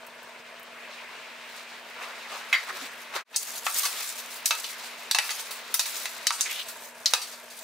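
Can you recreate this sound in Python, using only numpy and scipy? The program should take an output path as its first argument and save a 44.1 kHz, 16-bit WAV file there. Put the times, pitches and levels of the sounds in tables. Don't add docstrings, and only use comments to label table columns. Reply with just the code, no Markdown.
import sys
import numpy as np
from scipy import signal
from scipy.fft import rfft, irfft, next_fast_len
from scipy.io import wavfile
from scipy.ndimage import uniform_filter1d, minimum_filter1d, map_coordinates

SR = 44100
rng = np.random.default_rng(int(sys.argv[2]) if len(sys.argv) > 2 else 0)


def gain_from_decibels(decibels):
    exponent = np.asarray(decibels, float) / 20
    return 10 ** exponent


def transcribe(signal):
    frames = np.atleast_2d(signal).T
    limited = np.clip(frames, -1, 1)
    pcm = np.round(limited * 32767).astype(np.int16)
    wavfile.write(sys.argv[1], SR, pcm)


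N = 336483

# start in seconds,
# level in dB, strongest frequency in Hz, fall below it and fall above it in dB per octave.
SPOON_KNOCKS = [(3.327, -42.5, 2600, -2, 10), (3.3428, -36, 3500, 10, 18), (3.361, -25, 7400, 11.5, 8),
                (3.6662, -19.5, 2000, 4, 11), (3.8326, -28, 4400, 6, 4), (3.8529, -24, 5000, 1.5, -2.5),
                (4.351, -45, 7000, 6, -5), (4.4574, -25, 6000, 11, 2), (4.5078, -13.5, 2620, 4, 5),
                (4.6416, -34.5, 3300, 12, 6), (4.833, -44, 2500, -3, 3), (5.1119, -24, 3900, 10, 4),
                (5.1475, -15.5, 2840, 2, 4), (5.1863, -6.5, 1910, 15, 5), (5.2921, -25.5, 2200, 23, 8.5),
                (5.3058, -30.5, 4600, 4, 4), (5.5072, -41.5, 6000, 3, -4.5), (5.7415, -28, 6000, 5.5, -4),
                (5.794, -18, 4300, 6.5, 4), (5.856, -36, 11000, 2.4, 1.2), (6.0563, -28, 2080, 16, 4.5),
                (6.269, -20, 5030, 10, 7.5), (6.3057, -14.5, 940, 9, 4), (6.3223, -26.5, 7200, 7, 8),
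                (6.4088, -16.5, 7060, 14, 17), (6.459, -24, 2200, 15, 20), (6.6823, -43, 5000, 2, -5),
                (7.0585, -18, 4400, 26, 13.5), (7.1359, -16.5, 3500, 1.7, 3.5), (7.216, -36, 4400, 9, 1.5),
                (7.3196, -43.5, 6000, 7, 5), (7.5, -45.5, 5000, 8, -1)]
# frequency in Hz, level in dB, t60 in seconds.
CROCK_MODES = [(656, -23, 0.021), (930, 5, .028), (1123, -6, 0.032), (1298, 0.5, 0.083),
               (1728, -7.5, 0.083), (2000, -3, 0.039), (2248, -2.5, 0.035), (2610, -3.5, 0.11),
               (3140, -18.5, 0.064), (3885, 9.5, 0.018), (4260, -16, 0.3), (4400, -1, 0.069),
               (4800, -0.5, 0.091), (5110, -41, 0.034), (5790, 6.5, 0.01), (5890, 10, 0.012),
               (6450, 8.5, 0.015), (7000, -28, 0.097), (8360, 1.5, 0.046), (8230, -18, 0.01),
               (10430, 9.5, 0.013), (12300, -17, 0.021)]
# frequency in Hz, level in dB, t60 in seconds.
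WOOD_MODES = [(756, -2, 0.013), (1080, 7.5, 0.013), (1346, 3, 0.0043), (2090, 12, 0.0037),
              (3130, -6, 0.018)]
# start in seconds, frequency in Hz, level in dB, t60 in seconds.
WORKTOP_THUMP = (5.186, 55, -44, .035)
# peak time, rise and fall in seconds, scrape level in dB,
# wetness over the scrape in dB.
SPOON_STROKES = [(3.42, 0.079, .4, -38, 0.5), (3.59, 0.32, 0.052, -38.5, 2.5),
                 (3.665, 0.029, 0.28, -31.5, 5), (3.759, 0.027, 0.26, -23, 3),
                 (3.86, 0.16, 0.21, -22.5, -12), (4.0, .2, 0.25, -29, -2.5), (4.1, 0.038, 0.063, -33.5, 2),
                 (4.2, 0.066, 0.18, -42, -1), (4.318, 0.12, 0.07, -44, 2.5), (4.462, .004, 0.18, -29.5, 7),
                 (4.58, 0.13, 0.18, -31, -4), (4.7, 0.25, 0.094, -36, -1.5),
                 (4.84, 0.079, 0.22, -41.5, -5.5), (5.26, 0.12, 0.23, -29, 0.7), (5.4, 0.26, .06, -32, -6),
                 (5.52, 0.14, 0.16, -41, -6), (5.748, .004, 0.26, -32, 1), (5.86, 0.13, 0.25, -29, -3),
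                 (5.98, .2, 0.22, -32.5, -1.7), (6.1, 0.17, 0.054, -40.5, 5.5), (6.36, 0.11, 0.9, -40, -19),
                 (6.46, 0.18, 0.14, -25.5, -15), (6.52, 0.21, .14, -32.5, -0.5),
                 (6.6, 0.17, 0.14, -31.5, -7), (6.84, 0.25, 0.094, -47.5, 4),
                 (7.065, .004, 0.15, -23.5, -2.5), (7.22, 0.18, 0.2, -35.5, -5),
                 (7.58, 0.2, 0.37, -50.5, 3.5)]
# time in seconds, shuffle level in dB, scrape and hiss over the shuffle in dB.
COOK_BUSTLE = [(0, -52, 1.5, -12), (.55, -50, -1, -22), (.8, -46.5, -3.5, -26), (1.05, -46, 2, -26),
               (1.6, -47, 0, -20), (2.3, -45.5, 1.7, -14), (3.0, -46, -1.5, -8), (3.5, -48.5, 2.5, -39),
               (5.0, -45.5, 3, -6), (6.3, -47.5, 5.5, -16), (6.9, -54.5, -7, -0.5), (7.63, -53, 5.5, -5)]
# peak time, rise and fall in seconds, level in dB, brightness in dB.
HAND_RUSTLES = [(1.58, 0.26, 0.091, -57, 15.5), (2.02, 0.096, 0.23, -38, -5), (2.32, 0.05, 0.23, -37, 0),
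                (2.4, 0.13, 0.092, -48, 6.5), (2.58, 0.086, 0.15, -32, 5), (2.7, 0.058, 0.15, -35, -3.5),
                (2.821, .15, 0.095, -42, 9.5), (3.166, 0.042, 0.077, -26.5, 1.8)]
# frequency in Hz, level in dB.
SHUFFLE_COLOUR = [(60, -57), (250, -14), (500, -11), (1100, -6.5), (1700, -5.5), (2100, -2), (2600, -2.5),
                  (3000, -6), (5000, -25)]
# frequency in Hz, level in dB.
SCRAPE_COLOUR = [(200, -75), (1200, -5), (2500, -8), (3800, 1.5), (6000, -5.5), (8000, -10), (12000, -23)]
# frequency in Hz, level in dB.
WET_COLOUR = [(300, -80), (3500, -11), (6000, -2), (8000, -2), (11000, -3.5), (15500, -4.5), (17000, -44)]
# frequency in Hz, level in dB.
CLOTH_COLOUR = [(150, -38), (400, -9.5), (700, -8.5), (1200, 1), (1700, -1.5), (2600, -3.5), (5000, -35)]
# start and length in seconds, first and last
# frequency in Hz, level in dB.
WALL_SWEEPS = [(3.785, 0.045, 2000, 3400, -26), (6.45, .19, 2250, 3460, -31)]
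# start in seconds, level in dB.
TIN_CONTACTS = [(2.5275, -6), (2.539, -8), (2.549, -8), (2.559, -23), (2.57, -33)]
# frequency in Hz, level in dB, t60 in seconds.
TIN_MODES = [(1123, -6.5, 0.078), (1520, -11, 0.04), (1740, -7, 0.029), (1898, 5, 0.067),
             (2060, 8.5, 0.066), (2205, 1, 0.05), (2710, -2, 0.032), (3175, 5, 0.03), (3900, -1, 0.03),
             (4680, 2, 0.043), (7000, -7, .03)]
# start in seconds, level in dB.
LABEL_TICKS = [(0.0662, -40.5), (0.2289, -45), (0.596, -45), (0.629, -41), (1.4924, -54), (1.8986, -46)]
# start in seconds, frequency in Hz, level in dB, length in seconds.
HOLLOW_TONES = [(2.7, 370, -47, .06), (2.815, 270, -42, .035), (3.832, 1140, -22, .028)]
# frequency in Hz, level in dB.
KITCHEN_COLOUR = [(25, -52), (60, -32.5), (120, -23), (200, -14), (330, -15), (460, -4), (540, -10),
                  (670, -1.5), (790, -20), (900, -3.5), (1300, -13), (1710, -4), (2100, -27), (2540, -9),
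                  (3100, -62), (8000, -44), (16000, -51)]
# time in seconds, level in dB.
AIR_LEVEL = [(0, -52), (2.2, -54), (2.8, -49.5), (3.0, -52.5), (3.5, -51), (4.5, -53.5), (6.5, -49.5),
             (7.63, -53.5)]
# frequency in Hz, level in dB.
APPLIANCE_HUM = [(240, -60), (8200, -68)]
# frequency in Hz, likeness from 0 to 1.
LEFT_RIGHT_LIKENESS = [(30, 0.99), (150, 0.92), (600, 0.93), (1500, 0.76), (4000, 0.56), (12000, 0.25)]
# frequency in Hz, t60 in seconds.
ROOM_DECAY = [(300, 0.24), (1500, 0.16), (5000, 0.17), (14000, 0.21)]
# frequency in Hz, gain in dB.
MICROPHONE_TONE = [(60, 6), (300, -3), (600, 3.5), (15700, -2.5), (16000, -35)]

SOFT_BELOW_DB, HARD_ATTACK_S = -29, 0.0002
SKID_S, SKID_GROWS = 0.048, 0.61
DRIER_DB_PER_OCTAVE = 3.5
FOOD_DB = -9
RUSTLE_HISS_DB = -11.5
SWEEP_ATTACK_S, SWEEP_SAG_DB = 0.015, 6
FADE_OUT_S, DARK_S, FADE_IN_S, FADE_BEND = 0.032, 3.241, 0.125, 2.1


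def unit(x):
    return x / np.sqrt(np.mean(x ** 2) + 1e-20)


def along(points, hz):
    f, v = np.transpose(points)
    return np.interp(np.log(hz + 1), np.log(f + 1), v)


def curves(rows):
    s, *cols = np.transpose(rows)
    return [np.interp(np.arange(N) / SR, s, c) for c in cols]


def wobble(rate):
    knots = rng.standard_normal(int(N * rate / SR) + 4)
    return map_coordinates(knots, [np.arange(N) * rate / SR], order=1)


def swell(s, rise_s, fall_s):
    t = np.arange(N) / SR - s
    return gain_from_decibels(-40 * np.where(t < 0, -t / rise_s, t / fall_s))


def filtered(x, response):
    n = x.shape[-1]
    m = next_fast_len(n + 2048)
    return irfft(rfft(x, m) * response(np.fft.rfftfreq(m, 1 / SR)), m)[..., :n]


def spread(pair, spectrum=((1000, 0),)):
    def turn(hz):
        return np.arccos(np.clip(along(LEFT_RIGHT_LIKENESS, hz), -1, 1)) / 2

    def response(hz):
        return gain_from_decibels(along(spectrum, hz)) * [np.cos(turn(hz)), np.sin(turn(hz))]

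    mid, side = filtered(pair, response)
    return np.array([mid + side, mid - side])


def rush(spectrum, patchy_db, grain_db):
    z = signal.stft(rng.standard_normal((2, N)), nperseg=512)[2]
    field = uniform_filter1d(rng.standard_normal(z.shape[1:]), size=8, axis=0)
    field = uniform_filter1d(field, size=6, axis=1)
    pair = signal.istft(z * gain_from_decibels(patchy_db * unit(field)), nperseg=512)[1][:, :N]
    pair = pair * gain_from_decibels(grain_db * wobble(300))
    return unit(spread(pair, spectrum))


def room(x):
    hz, t, z = signal.stft(rng.standard_normal((2, len(x))), SR, nperseg=128)
    decay = gain_from_decibels(-60 * t / along(ROOM_DECAY, hz)[:, None])
    tail = spread(signal.istft(z * decay, SR, nperseg=128)[1])
    return signal.fftconvolve(x[None], tail / np.linalg.norm(tail[0]), axes=1)[:, :len(x)]


def blow(modes, colour, attack_s, scatter_db, rough, crack_db, crack_s, wet_db, pan_db):
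    t = np.arange(SR // 20) / SR
    hz, db, t60 = np.transpose(modes)[:, :, None]
    level = db + along(colour, hz) + scatter_db * rng.standard_normal(hz.shape)
    drift = rough * np.cumsum(rng.standard_normal((len(hz), len(t))), axis=1)
    ring = np.sum(gain_from_decibels(level - 60 * t / t60) * np.sin(2 * np.pi * hz * t + drift), axis=0)
    tilted = [(f, gain_db - 2.0 * np.log2(f / 4000)) for f, gain_db in colour]
    decay = gain_from_decibels(-60 * t / crack_s) + 1.08 * gain_from_decibels(-60 * t / 0.0039)
    crack = gain_from_decibels(crack_db) * decay * spread(rng.standard_normal((2, len(t))), tilted)
    dry = (ring + crack) * (1 - np.exp(-t / attack_s))
    dry = np.pad(dry, ((0, 0), (0, SR // 7)))
    dry = filtered(dry, lambda f: (1j * f / (560 + 1j * f)) ** 4)
    return dry * gain_from_decibels([[pan_db / 2], [-pan_db / 2]]) + gain_from_decibels(wet_db) * room(dry[0])


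def add(track, s, sound):
    part = track[:, round(s * SR):][:, :sound.shape[1]]
    part += sound[:, :part.shape[1]]


def spoon():
    out = np.zeros((2, N))
    for s, db, hz, below, above in SPOON_KNOCKS:
        colour = [(hz / 2 ** 5, db - 5 * below), (hz, db), (hz * 2 ** 5, db - 5 * above)]
        attack_s = HARD_ATTACK_S * gain_from_decibels(1.9 * max(SOFT_BELOW_DB - db, 0))
        skid_s = SKID_S * (hz / 4000) ** SKID_GROWS
        wet_db = 5.0 + DRIER_DB_PER_OCTAVE * np.log2(hz / 4000)
        knock = blow(CROCK_MODES + WOOD_MODES, colour, attack_s, scatter_db=0.0, rough=0.13,
                     crack_db=11, crack_s=skid_s, wet_db=wet_db, pan_db=-0.4)
        add(out, s, knock)
    s, hz, db, t60 = WORKTOP_THUMP
    t = np.arange(SR // 5) / SR
    thump = gain_from_decibels(db - 60 * t / t60) * np.sin(2 * np.pi * hz * t)
    add(out, s, thump[None])
    return gain_from_decibels(1.5) * out


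def motion():
    base_db, scrape_db, hiss_db = curves(COOK_BUSTLE)
    power = gain_from_decibels(2 * (base_db + np.array([0 * base_db, scrape_db, hiss_db])))
    body = np.zeros(N)
    for s, rise_s, fall_s, db, bright_db in HAND_RUSTLES:
        shape = gain_from_decibels(2 * db) * swell(s, rise_s, fall_s)
        body += shape
        power[1:] += gain_from_decibels(2 * np.array([[bright_db], [bright_db + RUSTLE_HISS_DB]])) * shape
    for s, rise_s, fall_s, db, wet_db in SPOON_STROKES:
        levels = db + np.array([[FOOD_DB], [0], [wet_db]])
        power += gain_from_decibels(2 * levels) * swell(s, rise_s, fall_s)
    dull, hard, moist = np.sqrt(power)
    jerk = wobble(30)
    shuffle = dull * gain_from_decibels(0.5) * rush(SHUFFLE_COLOUR, patchy_db=1.5, grain_db=0.0)
    scrape = hard * gain_from_decibels(-4.5 + 1.5 * jerk) * rush(SCRAPE_COLOUR, patchy_db=0.5, grain_db=1.0)
    wet = moist * gain_from_decibels(2.5 + 2.2 * jerk) * rush(WET_COLOUR, patchy_db=2.2, grain_db=3.2)
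    rustle = np.sqrt(body) * gain_from_decibels(0.66 * jerk) * rush(CLOTH_COLOUR, patchy_db=3.0, grain_db=1.0)
    return shuffle + scrape + wet + rustle


def swish():
    grit = rng.standard_normal((2, N)) * gain_from_decibels(3.2 * wobble(180) + 2.5 * wobble(40))
    hz, t, z = signal.stft(grit, SR, nperseg=256)
    path = []
    gain = np.zeros(N)
    now = np.arange(N) / SR
    for s, length, from_hz, to_hz, db in WALL_SWEEPS:
        path += [(s, from_hz), (s + length, to_hz)]
        sag = SWEEP_SAG_DB * np.clip((now - s) / length, 0, 1)
        edges = np.clip(np.minimum(now - s, s + length - now) / SWEEP_ATTACK_S, 0, 1)
        gain += gain_from_decibels(db - sag) * edges
    s, centre = np.transpose(path)
    away = np.log((hz[:, None] + 1) / np.interp(t, s, centre))
    peak = 1 / (1 + (away / 0.27) ** 4)
    friction = signal.istft(z * peak, SR, nperseg=256)[1][:, :N]
    return gain * unit(spread(friction))


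def tin():
    out = np.zeros((2, N))
    for s, db in TIN_CONTACTS:
        contact = blow(TIN_MODES, [(2000, -4.0), (9000, -6.5)], 0.0016, scatter_db=2.5, rough=0.14,
                       crack_db=-15, crack_s=0.013, wet_db=4.5, pan_db=-3.0)
        add(out, s, gain_from_decibels(db) * contact)
    return gain_from_decibels(-6) * out


def ticks():
    out, t = np.zeros((2, N)), np.arange(SR // 10) / SR
    for s, db in LABEL_TICKS:
        burst = gain_from_decibels(-60 * t / 0.049) * rng.standard_normal(len(t))
        snap = filtered(burst, lambda f: (1j * f / (7000 + 1j * f)) ** 3)
        add(out, s, gain_from_decibels(db + 4.5) * snap[None])
    for s, hz, db, length in HOLLOW_TONES:
        arch = np.sqrt(np.sin(np.pi * np.clip(t / length, 0, 1)).clip(0))
        tone = np.sin(2 * np.pi * hz * t) * arch
        add(out, s, gain_from_decibels(db) * (tone + gain_from_decibels(-11) * room(tone)))
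    return out


def kitchen():
    t = np.arange(N) / SR
    hum = np.zeros(N)
    for hz, db in APPLIANCE_HUM:
        hum += gain_from_decibels(db + 0.65 * wobble(34)) * np.sin(2 * np.pi * hz * t + 0.15 * wobble(6.5))
    air = gain_from_decibels(curves(AIR_LEVEL)[0]) * rush(KITCHEN_COLOUR, patchy_db=-0.8, grain_db=3.4)
    return air + hum


def scene():
    return spoon() + motion() + swish() + tin() + ticks() + kitchen()


def low_pass(x):
    return signal.sosfilt(signal.butter(12, 16840, fs=SR, output="sos"), x)


def record(dry):
    balanced = dry * gain_from_decibels([[0.4], [-0.4]])
    heard = filtered(balanced, lambda hz: gain_from_decibels(along(MICROPHONE_TONE, hz)))
    level_db = 20 * np.log10(np.abs(heard).max(axis=0) + 1e-9)
    over = np.maximum(level_db + 26, 0)
    held = -minimum_filter1d(-over, size=1101, origin=550)
    duck = 0.5 * signal.lfilter([0.003], [1, 0.003 - 1], held)
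    t = np.arange(N) / SR - DARK_S
    fade = np.where(t < 0, -t / FADE_OUT_S, t / FADE_IN_S).clip(0, 1) ** FADE_BEND
    return low_pass(heard * fade * gain_from_decibels(-duck))


dry = scene()
out = record(dry)
transcribe(out)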